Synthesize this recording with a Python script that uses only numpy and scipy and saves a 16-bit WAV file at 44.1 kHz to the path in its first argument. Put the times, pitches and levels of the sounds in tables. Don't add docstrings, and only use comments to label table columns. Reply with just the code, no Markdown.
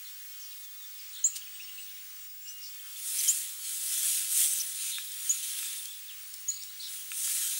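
import sys
import numpy as np
from scipy import signal
from scipy.fft import rfft, irfft, next_fast_len
from scipy.io import wavfile
from scipy.ndimage import uniform_filter1d, map_coordinates

SR = 44100
rng = np.random.default_rng(int(sys.argv[2]) if len(sys.argv) > 2 else 0)


def transcribe(signal):
    frames = np.atleast_2d(signal).T
    limited = np.clip(frames, -1, 1)
    pcm = np.round(limited * 32767).astype(np.int16)
    wavfile.write(sys.argv[1], SR, pcm)


N = 334719

# start in seconds, depth in dB, recovery in seconds.
HISS_DIPS = [(0.658, 2.4, 0.18), (2.272, 4.2, .45)]
# frequency in Hz, level in dB.
HISS_SPECTRUM = [(30, -69), (200, -56), (380, -43.5), (480, -32.5), (800, -21), (1250, -7), (2000, -3.5),
                 (3000, -0.5), (4200, -2), (6000, -0.5), (9000, -1), (11500, -6), (15000, -5)]
BARK_SPECTRUM = [(300, -61.5), (1500, -20.5), (4000, -5), (6500, -2.5), (8500, -2), (11000, -9),
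                 (15000, -10)]
CRISP_SPECTRUM = [(400, -93), (2500, -54), (4500, -24.5), (5400, -12.5), (6300, -5), (7400, -3.5),
                  (8300, 0.5), (9000, 1), (9900, 0.5), (10700, -4.5), (13000, -7.5), (15500, -11)]
PAPERY_SPECTRUM = [(250, -85), (500, -45), (900, -29), (1400, -13), (2400, -6), (3300, 1), (4000, -1),
                   (5000, -5.5), (8000, -16.5)]
# frequency in Hz, time to fall 60 dB in seconds.
FOREST_DECAY = [(500, .4), (4000, 0.78), (12000, 0.09)]
# start in seconds, pitch in Hz, relative level in dB.
BUZZES = [(0.022, 4000, -49.5), (0.388, 5800, -46.5), (1.123, 3745, -44), (2.61, 5200, -42.5),
          (4.905, 3700, -36), (6.805, 3790, -40), (6.81, 5100, -43)]
# start in seconds, pitch in Hz, relative level in dB.
PIPS = [(1.595, 2665, -41.5), (1.672, 2806, -44.5), (1.778, 2750, -41.5), (6.612, 5470, -40),
        (6.795, 4280, -37)]
# start in seconds, length in seconds, pitch in Hz,
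# pitch change as a share of the pitch, relative level in dB.
WHISTLES = [(.507, .032, 3850, 0.00055, -47), (.6, .11, 3490, -.19, -54),
            (0.777, 0.083, 3690, -0.16, -50.5), (.98, .035, 4980, -0.21, -47.5),
            (1.174, .12, 4150, -.02, -51), (1.531, 0.042, 8280, -.015, -46.5),
            (1.608, .05, 5480, -.015, -47), (1.709, 0.15, 8070, -0.023, -49.5),
            (2.407, .13, 7500, 0.087, -48.5), (3.598, .11, 4300, -.18, -46.5),
            (6.078, 0.04, 3230, -0.46, -43), (6.672, .04, 3900, 0.18, -49)]
# start in seconds, end in seconds, notes per second, central pitch in Hz,
# spread of pitch as a share of it, typical relative level in dB.
TWITTER_RUNS = [(1.08, 1.2, 39, 6670, 0.13, -46.5), (1.325, 1.492, 23, 3110, 0.06, -45.5),
                (1.549, 1.97, 22, 3453, .1, -50), (2.45, 2.64, 55, 2830, 0, -50),
                (2.716, 3.12, 12, 3445, 0.07, -47), (5.07, 5.156, 34, 3740, .07, -44.5),
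                (5.501, 5.94, 34.4, 3476, 0.05, -44), (6.495, 6.625, 48, 4350, .065, -42)]
# start in seconds, relative click level in dB, relative knock level in dB.
TAPS = [(2.746, -33.5, -62), (3.25, -30, -44), (4.984, -27.5, -25), (5.119, -26, -65), (5.629, -32, -30.5),
        (5.856, -25.5, -59), (6.34, -25, -70), (6.635, -27, -62), (7.118, -36, -25.5), (7.276, -38, -31)]
# middle in seconds, half length in seconds, relative level in dB.
SCRAPES = [(0.645, 0.019, -51), (1.365, 0.0091, -36.5), (1.373, 0.029, -46), (1.75, .01, -57)]
# frequency in Hz, level in dB, time to fall 60 dB in seconds.
LIMB_MODES = [(1360, -7, 0.013), (1720, -1, 0.012), (2150, -6, .011), (2580, 4.5, 0.0071),
              (3700, -1.5, 0.008)]
# start in seconds, length in seconds, glide from Hz, glide to Hz, scoop below it at
# the start in Hz, drop below it at the end in Hz, relative level in dB, loudest point 0-1, echo in dB.
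CHIPS = [(1.239, 0.04, 6710, 7890, 250, -500, -17, .28, -11.5),
         (2.472, 0.05, 5470, 6410, 1090, 1100, -41, 0.3, -8),
         (3.18, 0.03, 6230, 6250, 1690, 2400, -28.5, 0.55, -13),
         (3.278, .044, 6430, 7950, 1390, 1, -18, 0.3, -14),
         (4.594, .029, 6130, 6070, 1690, 1902, -28, .5, -15),
         (5.292, .04, 6690, 7170, 403, 0, -19.5, .2, -9.5),
         (6.478, 0.033, 6720, 6950, 450, -400, -24, 0.57, -7)]
# peak in seconds, rise in seconds, fall in seconds,
# relative level of the crisp top in dB, relative level of the papery body in dB.
GUSTS = [(3.25, .21, 0.21, -30.5, -42.5), (3.71, 0.098, 0.22, -37.5, -50.5), (4.12, .34, .16, -29, -40),
         (4.4, .09, .16, -24.3, -37.8), (4.6, 0.066, 0.063, -33, -47), (4.879, 0.26, .14, -36, -44.5),
         (5.34, 0.33, 0.17, -39, -48), (5.609, 0.27, 0.24, -36.5, -44), (6.35, .5, 0.59, -51.5, -64.5),
         (6.96, 0.14, .13, -41.5, -52.5), (7.26, 0.12, 0.22, -32, -45), (7.42, 0.17, 0.31, -33, -43.5)]

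AIR_DB, DIP_ATTACK_S = -48, .008
BUZZ_S, BUZZ_GLIDE, BUZZ_ROUGH = .085, -0.19, .7
PIP_S, PIP_GLIDE, PIP_ROUGH = 0.022, .2, 0.18
WHISTLE_ROUGH = .1
CHORUS_RATE, CHORUS_HZ, CHORUS_S, CHORUS_DB = 2, 4200, .07, -56
CHORUS_SPREAD, CHORUS_GLIDE = .32, -0.2
TWITTER_GLIDE = 1.4
SCOOP_S = .0063
GUST_EDGE_DB, GUST_ROUNDNESS = 9, 1.51
BODY_FOLLOWS = 0.95
WHINE_HZ, BAND_LIMIT_HZ = 15633.2, 15740


def amp(db):
    return 10 ** (np.asarray(db) / 20)


def unit(x):
    return x / np.sqrt(np.mean(x ** 2) + 1e-20)


def along(points, hz):
    point_hz, values = np.transpose(points)
    return np.interp(np.log(hz + 1), np.log(point_hz + 1), values)


def wobble(rate, size=N):
    knots = rng.standard_normal(int(size * rate / SR) + 4)
    return map_coordinates(knots, [np.arange(size) * rate / SR])


def filtered(x, response):
    size = next_fast_len(N + SR // 2)
    return irfft(rfft(x, size) * response(np.fft.rfftfreq(size, 1 / SR)), size)[:N]


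def coloured(x, spectrum):
    return filtered(x, lambda hz: unit(amp(along(spectrum, hz))))


def patchy(x, depth_db):
    z = signal.stft(x, nperseg=512)[2]
    field = uniform_filter1d(rng.standard_normal(z.shape), 5, 0)
    field = uniform_filter1d(field, 14, 1)
    return unit(signal.istft(z * amp(depth_db * unit(field)), nperseg=512)[1][:N])


def crackle(rate, spread_db, share, life=0.00023):
    sizes = amp(spread_db * np.minimum(rng.standard_normal(N), 2))
    snaps = (rng.random(N) < rate / SR) * sizes
    energy = signal.lfilter([1], [1, -np.exp(-1 / (life * SR))], snaps ** 2)
    share = np.clip(share, 0, 1)
    return np.sqrt(share * energy / energy.mean() + 1 - share) * rng.standard_normal(N)


def add(track, s, sound):
    room = track[max(round(s * SR), 0):][:len(sound)]
    room += sound[:len(room)]


def forest(x, gap=0.0022):
    hz, t, z = signal.stft(rng.standard_normal(SR // 2), SR, nperseg=256)
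    decay = amp(-60 * t / along(FOREST_DECAY, hz)[:, None])
    tail = signal.istft(z * decay, SR, nperseg=256)[1]
    t = np.arange(len(tail)) / SR
    onset = 1 - np.exp(-t / gap)
    nearest = 1 + 1.7 * np.exp(-t / 0.016)
    tail = tail * onset * nearest
    return signal.fftconvolve(x, tail / np.linalg.norm(tail))[:N]


def air():
    now = np.arange(N) / SR
    level_db = np.full(N, float(AIR_DB))
    for s, depth_db, recovery in HISS_DIPS:
        corners = [s, s + DIP_ATTACK_S, s + DIP_ATTACK_S + recovery]
        level_db -= depth_db * np.interp(now, corners, [0, 1, 0])
    hiss = patchy(crackle(rate=490, spread_db=7, share=0.043), depth_db=1.67)
    return amp(level_db) * coloured(hiss, HISS_SPECTRUM)


def picking(rate=16, tick_db=-47, tick_t60=0.013):
    t = np.arange(SR // 50) / SR
    ticks = np.zeros(N)
    for when, softness in rng.random((int(rate * N / SR), 2)):
        envelope = amp(tick_db - 10 * softness - 60 * t / tick_t60)
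        add(ticks, when * N / SR, envelope * rng.standard_normal(len(t)))
    return coloured(ticks, BARK_SPECTRUM)


def note(length, pitches, buzz):
    u = np.linspace(0, 1, int(length * SR))
    glide_hz = np.polyval(np.polyfit([0, .5, 1], pitches, 2), u)
    hz = glide_hz * (1 + .13 * buzz * wobble(700, size=len(u)))
    swell = np.abs(np.sin(np.pi * u)) ** 0.59
    return swell * np.sin(2 * np.pi * np.cumsum(hz) / SR)


def far_notes():
    notes = [(s, BUZZ_S, hz, BUZZ_GLIDE, db, BUZZ_ROUGH) for s, hz, db in BUZZES]
    notes += [(s, PIP_S, hz, PIP_GLIDE, db, PIP_ROUGH) for s, hz, db in PIPS]
    notes += [(*row, WHISTLE_ROUGH) for row in WHISTLES]
    for when, high, bend in rng.random((int(CHORUS_RATE * N / SR), 3)):
        hz = CHORUS_HZ * (1 + CHORUS_SPREAD * (2 * high - 1))
        notes.append((when * N / SR, CHORUS_S, hz, bend * CHORUS_GLIDE, CHORUS_DB, WHISTLE_ROUGH))
    return notes


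def far_birds(direct_db=-1, echo_db=-7, syllable=0.012):
    song = np.zeros(N)
    for s, length, hz, glide, db, buzz in far_notes():
        pitches = hz * (1 + glide * np.array([-.5, 0, .5]))
        add(song, s, amp(db) * note(length, pitches, buzz))
    for start, end, rate, hz, spread, db in TWITTER_RUNS:
        times = np.arange(start, end, 1 / rate)
        for s, (late, high, glide, loud) in zip(times, rng.standard_normal((len(times), 4))):
            bend = TWITTER_GLIDE * glide * np.array([-1, 0, 1])
            pitches = hz * (1 + spread * (high + bend))
            jittered = s + 2 * spread * late / rate
            add(song, jittered, amp(db + 2 * loud) * note(syllable, pitches, spread))
    return amp(direct_db) * song + amp(echo_db) * forest(song)


def bill(click_t60=0.018, click_db=-6, knock_db=-5, echo_db=-14):
    bark, limb = np.zeros(N), np.zeros(N)
    t = np.arange(SR // 20) / SR
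    for s, db, wood_db in TAPS:
        add(bark, s, amp(db + click_db - 60 * t / click_t60) * rng.standard_normal(len(t)))
        ring = np.zeros(len(t))
        for hz, level, t60 in LIMB_MODES:
            decay = amp(level + rng.normal(0, 2.5) - 60 * t / t60)
            ring += decay * np.sin(2 * np.pi * (hz * rng.normal(1, 0.028) * t + rng.random()))
        onset = 1 - np.exp(-t / 0.00024)
        add(limb, s, amp(wood_db + knock_db) * ring * onset)
    now = np.arange(N) / SR
    stroke = sum(amp(db) * np.exp(-((now - s) / half) ** 2) for s, half, db in SCRAPES)
    bark = bark + stroke * crackle(rate=2800, spread_db=-2.0, share=0.24)
    highpass = signal.butter(4, 1000, "highpass", fs=SR, output="sos")
    direct = coloured(bark, BARK_SPECTRUM) + signal.sosfilt(highpass, limb)
    return direct + amp(echo_db) * forest(direct)


def chips(flutter_db=1.6, overtone_db=-32):
    direct, scattered = np.zeros(N), np.zeros(N)
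    for s, length, start_hz, end_hz, scoop_hz, drop_hz, db, crest, echo_db in CHIPS:
        u = np.linspace(0, 1, int(length * SR))
        edge = np.exp(-(u * length / SCOOP_S) ** 2)
        hz = start_hz + (end_hz - start_hz) * u - scoop_hz * edge - drop_hz * edge[::-1]
        phase = 2 * np.pi * np.cumsum(hz * (1 + 0.0071 * wobble(600, size=len(u)))) / SR
        skewed = np.interp(u, [0, np.clip(crest, .1, .9), 1], [0, .5, 1])
        swell = np.abs(np.sin(np.pi * skewed))
        level = amp(db + flutter_db * wobble(220, size=len(u)))
        call = level * swell * (np.sin(phase) + amp(overtone_db) * np.sin(2 * phase))
        add(direct, s, call)
        add(scattered, s, amp(echo_db) * call)
    return direct + forest(scattered)


def gusts():
    now = np.arange(N) / SR
    top, body = np.zeros(N), np.zeros(N)
    for s, rise, fall, top_db, body_db in GUSTS:
        distance = np.maximum((s - now) / rise, (now - s) / fall)
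        drop_db = GUST_EDGE_DB * distance ** GUST_ROUNDNESS
        top += amp(top_db - drop_db) ** 2
        body += amp(body_db - BODY_FOLLOWS * drop_db) ** 2
    return np.sqrt(top), np.sqrt(body)


def rustle(crisp_db=0, body_db=1.5):
    top, body = gusts()
    contacts = patchy(crackle(rate=2000, spread_db=1.5, share=0.45), depth_db=1.87)
    contacts = contacts * amp(0.8 * wobble(45))
    crisp = top * amp(crisp_db) * coloured(contacts, CRISP_SPECTRUM)
    papery = body * amp(body_db) * coloured(contacts, PAPERY_SPECTRUM)
    return crisp + papery


def scene():
    mono = air() + picking() + far_birds() + bill() + chips() + rustle()
    return np.array([mono, mono])


def record(dry, whine_db=-46.0):
    level = amp(whine_db + .5 * wobble(6)) * np.sqrt(2)
    whine = level * np.sin(2 * np.pi * WHINE_HZ * np.arange(N) / SR)
    return np.array([filtered(channel + whine, lambda hz: hz < BAND_LIMIT_HZ) for channel in dry])


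dry = scene()
out = record(dry)
transcribe(out)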